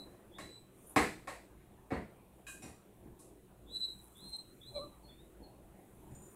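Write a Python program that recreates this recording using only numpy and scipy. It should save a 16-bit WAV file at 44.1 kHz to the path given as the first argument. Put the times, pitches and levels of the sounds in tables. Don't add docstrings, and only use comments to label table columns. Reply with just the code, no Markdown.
import sys
import numpy as np
from scipy import signal
from scipy.fft import rfft, irfft
from scipy.io import wavfile
from scipy.ndimage import uniform_filter1d

SR = 44100
rng = np.random.default_rng(int(sys.argv[2]) if len(sys.argv) > 2 else 0)


def store_pcm(level_fs):
    pcm = np.round(np.clip(level_fs, -1, 1) * 32767).astype(np.int16)
    wavfile.write(sys.argv[1], SR, np.atleast_2d(pcm).T)


def natural_amplitude(level_db):
    exponent = np.asarray(level_db, float) / 20
    return 10 ** exponent


N = 280035


def evened(x):
    return x / np.sqrt(np.mean(x ** 2) + 1e-20)


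def drift(count, first, second):
    return evened(uniform_filter1d(uniform_filter1d(rng.standard_normal(count), size=first), size=second))


def read(points, hz):
    f, value = np.transpose(points)
    return np.interp(np.log(hz + 1), np.log(f + 1), value)


def add(mix, s, sound):
    part = mix[round(s * SR):][:len(sound)]
    part += sound[:len(part)]


def curve(rows):
    s, *columns = np.transpose(rows)
    t = np.arange(s[0], s[-1], 1 / SR)
    from_start = t - s[0] + (s[0] <= 0)
    fade = np.clip(np.minimum(from_start, s[-1] - t) / 0.0027, 0, 1)
    return [np.interp(t, s, c) for c in columns], fade


def tone(levels, pitch_hz, multiples, waver):
    unsteady_hz = pitch_hz * (1 + waver * drift(len(pitch_hz), 160, 100))
    turns = np.cumsum(unsteady_hz) / SR + rng.random()
    partials = [natural_amplitude(db) * np.sin(2 * np.pi * k * turns) for k, db in zip(multiples, levels)]
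    return np.sqrt(2) * sum(partials)


def resonate(x, hz, width_hz):
    turn = np.exp(2j * np.pi * hz * np.arange(len(x)) / SR)
    r = np.exp(-np.pi * width_hz / SR)
    return 2 * (turn * signal.lfilter([1 - r], [1, -r], x / turn)).real


def noise(spectrum, patchy_db):
    real, imaginary, patches = rng.standard_normal((N // 256 + 5, 513, 3)).T
    patches = evened(uniform_filter1d(uniform_filter1d(patches, size=10, axis=0), size=16, axis=1))
    shape_db = read(spectrum, np.fft.rfftfreq(1024, 1 / SR))[:, None]
    spectra = (real + 1j * imaginary) * natural_amplitude(shape_db + patchy_db * patches)
    return evened(signal.istft(spectra, nperseg=1024, noverlap=768)[1][:N])


def ring(modes, energy_db, tilt_db=0, rattle_s=0.002, split=0.0029):
    t = np.arange(SR // 3) / SR
    sound = 0
    for hz, db, t60 in modes:
        decay = natural_amplitude(db + tilt_db * np.log2(hz / 2500) - 60 * t / t60)
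        pair = np.sin(2 * np.pi * (hz * t + rng.random())) * np.cos(2 * np.pi * split * hz * t)
        sound = sound + decay * pair
    rattle = rng.standard_normal(4000) * np.exp(-t[:4000] / rattle_s)
    sound = signal.fftconvolve(sound, rattle)
    return natural_amplitude(energy_db) * sound / np.linalg.norm(sound)


# (time [s], upper whistle [Hz], lower whistle [Hz])
WHISTLE_PITCH = [
    [(0, 4055, 3945), (.1, 4060, 3940)],
    [(.31, 3330, 3300), (.35, 3500, 3450), (.43, 4015, 3955), (.66, 4005, 3940)],
    [(3.66, 3450, 3400), (3.725, 4057, 3945), (3.86, 4055, 3945), (3.89, 4090, 3900), (3.98, 4060, 3900)],
    [(4.14, 3400, 3380), (4.185, 3600, 3480), (4.22, 4070, 3800), (4.28, 4160, 3840), (4.33, 4125, 3880),
     (4.52, 4110, 3890)],
    [(4.6, 3460, 3430), (4.635, 3550, 3480), (4.675, 4060, 3940), (4.76, 4080, 3920), (4.81, 4080, 3920),
     (4.9, 4075, 3965)],
]
# (time [s], level [dB])
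BREATH_EFFORT = [
    [(0, -54), (.04, -58), (.07, -75), (.1, -85)],
    [(.31, -86), (.35, -59.5), (.39, -69.5), (.43, -56), (.47, -61), (.505, -60), (.56, -56), (.6, -64.5),
     (.66, -78)],
    [(3.66, -83), (3.7, -63.5), (3.735, -49.5), (3.756, -41), (3.774, -39.5), (3.792, -58), (3.81, -40),
     (3.85, -36), (3.864, -43.5), (3.874, -49), (3.925, -54), (3.98, -71)],
    [(4.14, -89), (4.16, -66), (4.28, -49), (4.316, -58), (4.336, -38.5), (4.364, -42), (4.374, -61),
     (4.39, -41.5), (4.42, -54), (4.46, -81), (4.48, -63), (4.52, -71)],
    [(4.6, -94), (4.622, -54), (4.65, -63), (4.686, -52), (4.735, -67), (4.756, -46), (4.775, -46.5),
     (4.815, -54), (4.9, -70)],
]
LOWER_WHISTLE_DB = [0.5, -2.5, 1.5, -12, -3.5]
OCTAVE_LEAN = [0, 11, -4, 8, 6.5]


def whistles():
    lock_hz, lock_width_hz = 3900, 150
    steady, unsteady = .0015, .022
    out = np.zeros(N)
    for pitch, rows, lower_db, lean_db in zip(WHISTLE_PITCH, BREATH_EFFORT, LOWER_WHISTLE_DB, OCTAVE_LEAN):
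        start = rows[0][0]
        (effort_db,), fade = curve(rows)
        t = np.arange(len(fade)) / SR
        s, *both_hz = np.transpose(pitch)
        upper_hz, lower_hz = (np.interp(start + t, s, hz) for hz in both_hz)
        loose = np.clip((lock_hz - upper_hz) / lock_width_hz, 0, 1)
        weak = np.clip((-52 - effort_db) / 20, 0, 1)
        waver = steady + (unsteady - steady) * loose + .007 * weak
        octave_db = -70 + 0.71 * (effort_db + 44.5) - 20 * loose
        upper = tone([effort_db - 3, octave_db + lean_db], upper_hz, (1, 2), waver)
        lower = tone([effort_db - 2 + lower_db, octave_db - lean_db], lower_hz, (1, 2), waver)
        add(out, start, fade * upper)
        add(out, start, fade * lower)
        first_db = np.minimum(-61.5 - 60 * t / 0.48, effort_db)
        first = tone([first_db], 3430 + 0 * t, (1,), 0.0098)
        add(out, start, loose[0] * fade * first)
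    return out


# (time [s], pitch [Hz], level [dB], octave relative to the fundamental [dB])
THROAT_WHINE = [(4.73, 592, -74, -25), (4.762, 587, -42, -22), (4.784, 578, -39, -20),
                (4.789, 535, -49, -10), (4.805, 545, -47, -8), (4.825, 582, -52, -3), (4.875, 580, -64, -2)]


def whine():
    out = np.zeros(N)
    (hz, db, octave_db), fade = curve(THROAT_WHINE)
    fourth_db = -36.5 - 0.6 * octave_db
    waver = .006 + .03 * natural_amplitude(octave_db)
    note = tone([db, db + octave_db, db + fourth_db], hz, (1, 2, 4), waver)
    add(out, THROAT_WHINE[0][0], fade * note)
    return out


def dog():
    folds, air = whine(), whistles()
    fray = drift(N, 90, 70)
    side = air * (.3 * folds / abs(folds).max() + .15 * fray)
    nose = signal.butter(12, 4000, fs=SR, output="sos")
    return air + signal.sosfilt(nose, side) + folds * (1 + .25 * fray)


# (start [s], length [s], start pitch [Hz], end pitch [Hz], peak level [dB])
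SQUEAK_GLIDES = [(1.93, .06, 4440, 4470, -63), (5.025, .13, 4390, 4290, -65), (5.075, .1, 3380, 3580, -61),
                 (5.17, .1, 3640, 3900, -66), (5.42, .09, 4290, 4270, -63)]


def unsteady_jets():
    rise = 0.22
    out = np.zeros(N)
    for s, length, from_hz, to_hz, db in SQUEAK_GLIDES:
        peak_hz = from_hz + rise * (to_hz - from_hz)
        (hz, level), fade = curve([(s, from_hz, db - 23),
                                   (s + rise * length, peak_hz, db),
                                   (s + length, to_hz, db - 19.5)])
        add(out, s, fade * tone([level], hz, (1,), .018))
    return out


# (frequency [Hz], relative gain [dB])
CABINET_RESPONSE = [(30, -47), (55, -20.5), (125, -20), (300, -12.5), (700, -14.5), (1100, -24),
                    (1400, -25.5), (1800, -22.5), (2400, -25.5), (3100, -34), (4200, -27.5), (5700, -32.5),
                    (8000, -23.5), (12000, -34.5), (16000, -49)]
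COLOUR_HZ = [130, 550, 2000, 7000]


def knock(energy_db, length_s, *colour_db):
    hz, t = np.fft.rfftfreq(4096, 1 / SR), np.arange(3000) / SR
    gain_db = read(CABINET_RESPONSE, hz) + read(list(zip(COLOUR_HZ, colour_db)), hz)
    log_gain = np.log(natural_amplitude(gain_db))
    circle = np.r_[log_gain, log_gain[-2:0:-1]]
    body = np.fft.ifft(np.exp(np.conj(signal.hilbert(circle)))).real[:2048]
    rattle = rng.standard_normal(3000) * np.exp(-t / length_s) * (1 - 0.333 * np.exp(-t / 0.0033))
    spectrum = rfft(rattle)
    rattle = irfft(spectrum / abs(spectrum) ** .7)
    rattle = rattle / np.linalg.norm(rattle)
    impulse = signal.unit_impulse(3000, round(.6 * length_s * SR))
    push = signal.sosfilt(signal.butter(2, 500, fs=SR, output="sos"), impulse)
    rattle = signal.sosfilt(signal.butter(2, 500, "high", fs=SR, output="sos"), rattle)
    sound = np.convolve(push + rattle, body)
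    return natural_amplitude(energy_db) * sound / np.linalg.norm(sound)


SHARP_S = 0.0053
# (time [s], relative energy [dB], contact length [s], bass colour [dB], treble colour [dB])
KNOCK_EVENTS = [(0.384, -16, 0.0049, -17, -3), (.961, 9, 0.0058, 0.5, -12),
                (1.273, -10.5, 0.00976, -33.5, -9.5), (1.606, -39, 0.0018, 1, -8),
                (1.905, 0, 0.027, 7.5, -27.5), (2.467, -19, 0.034, -6, 33), (2.621, -15.5, 0.03, 9.5, -4.5),
                (3.191, -30.5, 0.013, -14, 20), (6.099, -20.5, 0.031, 24, -23)]
# (time [s], relative energy [dB], treble tilt [dB per octave])
CLINK_EVENTS = [(2.467, -13.5, -2.5), (2.622, -21.5, 6), (3.191, -32.5, 14)]
# (frequency [Hz], level before tilt [dB], t60 [s])
DISH_MODES = [(1595, -0.5, 0.051), (2495, -2, 0.21), (3870, -9.5, 0.076), (5690, -8, 0.021),
              (7300, -10, 0.077), (7480, -17, 0.039), (8500, -20, 0.013), (9570, -14, 0.028),
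              (11200, -18, 0.034)]


def kitchen():
    out = np.zeros(N)
    for s, energy_db, length_s, bass_db, treble_db in KNOCK_EVENTS:
        presence_db = 6 - 3 * np.log2(length_s / SHARP_S)
        add(out, s, knock(energy_db, length_s, bass_db, 0, presence_db, treble_db))
    for s, energy_db, tilt_db in CLINK_EVENTS:
        add(out, s, ring(DISH_MODES, energy_db, tilt_db, rattle_s=0.0047, split=0.0033))
    return out


# (frequency [Hz], level before tilt [dB], t60 [s])
PANEL_MODES = [(222.3, -6.5, 0.16), (305, -3, 0.4), (646, -12.5, 0.29), (1090, -7, 0.24)]


def panel():
    out = np.zeros(N)
    for s, energy_db, length_s, bass_db, _ in KNOCK_EVENTS:
        boom_db = energy_db - 6 - 0.085 * bass_db - 2.5 * np.log2(length_s / SHARP_S)
        tilt_db = -0.27 * bass_db
        boom = ring(PANEL_MODES, boom_db, tilt_db, rattle_s=0.00044, split=0.0094)
        add(out, s + length_s / 2, boom)
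    return out


# (time [s], energy [dB])
FIRST_CHINKS = [(.865, -29.5), (.894, -25.5)]
# (frequency [Hz], relative level [dB], t60 [s])
FIRST_TAG_MODES = [(8680, -9, .08), (10400, 0, .12), (11900, -4, .1)]
# (time [s], energy [dB])
SECOND_CHINKS = [(6.11, -41), (6.148, -28.5), (6.219, -29), (6.26, -36)]
# (frequency [Hz], relative level [dB], t60 [s])
SECOND_TAG_MODES = [(7050, 0, .2), (8120, -6, .12), (8550, -9, .1), (8730, -3, .2), (11800, -15, .05)]


def tags():
    out = np.zeros(N)
    for chinks, modes in (FIRST_CHINKS, FIRST_TAG_MODES), (SECOND_CHINKS, SECOND_TAG_MODES):
        for s, energy_db in chinks:
            add(out, s, ring(modes, energy_db, rattle_s=.02))
    return out


# (start [s], length [s], mean peak level [dB])
TICK_TRAINS = [(3.7463, 0, -47), (3.9897, 0, -49.5), (4.016, .066, -48), (4.127, 0, -53), (4.172, .04, -50),
               (4.244, .018, -49), (4.287, .024, -46), (4.367, 0, -46)]


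def ticks():
    gap_s, jitter_s, spread_db = .0084, .0009, 2.5
    click = resonate(signal.unit_impulse(150), 9900, 790)
    click = resonate(click, 1.3 * 9900, 5100)
    click = click / abs(click).max()
    out = np.zeros(N)
    for start, length, peak_db in TICK_TRAINS:
        for k in range(round(length / gap_s) + 1):
            late, louder = rng.standard_normal(2)
            s = start + k * gap_s + (k > 0) * jitter_s * late
            add(out, s, natural_amplitude(peak_db + spread_db * louder) * click)
    return out


# (time [s], level [dB])
FUR_LEVEL = [
    [(0.0, -69.5), (0.214, -80), (0.3, -98)],
    [(0.72, -81), (0.858, -64.5), (0.95, -66)],
    [(3.65, -88), (3.75, -63.5), (3.88, -69), (4.22, -70), (4.31, -68.5), (4.48, -74), (4.75, -70),
     (4.88, -73), (5.6, -81), (6.2, -69.5), (6.32, -65.5), (6.35, -67)],
]
# (frequency [Hz], relative density [dB])
FUR_SPECTRUM = [(880, -14), (1500, 4), (2460, -12), (3880, -10), (4330, -46), (5770, -7), (8490, 7),
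                (16000, -2)]


def rustle():
    level = np.zeros(N)
    for rows in FUR_LEVEL:
        (db,), fade = curve(rows)
        add(level, rows[0][0], natural_amplitude(db) * fade)
    return level * noise(FUR_SPECTRUM, 2.7)


# (frequency [Hz], relative density [dB])
AIR_SPECTRUM = [(12, -47), (20, -35.5), (60, 3.5), (87, -12), (240, -9), (260, -13.5), (345, -6),
                (431, -13.5), (686, -15.5), (1050, -23), (1180, -26.5), (2500, -35.5), (3250, -67),
                (5500, -120)]
# (time [s], level of its air noise [dB])
RUMBLE_LEVEL = [(0.0, -56), (0.83, -61.5), (1.17, -58), (1.41, -60.5), (4.08, -62), (6.35, -58.5)]
# (frequency [Hz], bandwidth [Hz], level relative to the air noise [dB])
ROOM_MODES = [(120.5, 12.2, -9.5), (194.2, 7.9, -10), (342, 80, -11)]
# (time [s], level [dB])
HUM_LEVEL = [(0.0, -66), (0.69, -84), (0.96, -62), (2.05, -67), (2.3, -68), (3.0, -74), (3.18, -65),
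             (4.78, -70), (5.15, -60.5), (6.1, -71), (6.35, -88)]
# (frequency [Hz], relative density [dB])
HISS_SPECTRUM = [(1180, -31), (2000, -7), (2220, -8), (2500, -1), (3940, -4.5), (4760, -15.5), (6660, -8.5),
                 (9080, -1.5), (15600, -5)]


def background():
    t = np.arange(N) / SR
    air = noise(AIR_SPECTRUM, 3.45)
    for hz, width_hz, db in ROOM_MODES:
        air = air + natural_amplitude(db) * evened(resonate(rng.standard_normal(N), hz, width_hz))
    rumble = natural_amplitude(np.interp(t, *np.transpose(RUMBLE_LEVEL))) * air
    hum_hz, hum_width_hz = 55.3, 12
    hum = resonate(rng.standard_normal(N), hum_hz, hum_width_hz)
    hum = evened(resonate(hum, hum_hz, hum_width_hz))
    hum = natural_amplitude(np.interp(t, *np.transpose(HUM_LEVEL))) * hum
    hiss = natural_amplitude(-73.5) * noise(HISS_SPECTRUM, 1.485)
    return hiss + rumble + hum


# (frequency [Hz], t60 [s])
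ROOM_T60 = [(80, 0.48), (300, 0.33), (1500, 0.34), (4000, 0.42), (10000, 0.46)]


def room(x, rise_s):
    hz, t, z = signal.stft(rng.standard_normal(SR), SR, nperseg=256)
    decay = natural_amplitude(-60 * t / read(ROOM_T60, hz)[:, None])
    tail = signal.istft(z * decay, SR, nperseg=256)[1]
    tail = tail * (1 - np.exp(-np.arange(len(tail)) / SR / rise_s))
    return signal.fftconvolve(x, tail / np.linalg.norm(tail))[:N]


def scene():
    near, jets, far = dog() + tags(), unsteady_jets(), kitchen()
    near_echo = room(natural_amplitude(-11) * near + natural_amplitude(-9) * jets, .004)
    far_off = natural_amplitude(-10) * far + room(far, 0.0023)
    mix = near + jets + near_echo + far_off + panel() + ticks() + rustle() + background()
    return mix[None]


def top_cut(x):
    return signal.sosfilt(signal.butter(12, 16470, fs=SR, output="sos"), x)


def record(dry):
    edge = signal.firwin(255, 15750, window=("kaiser", 8), fs=SR)
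    mix = signal.oaconvolve(dry, edge[None], "same")
    return top_cut(mix)


dry = scene()
out = record(dry)
store_pcm(out)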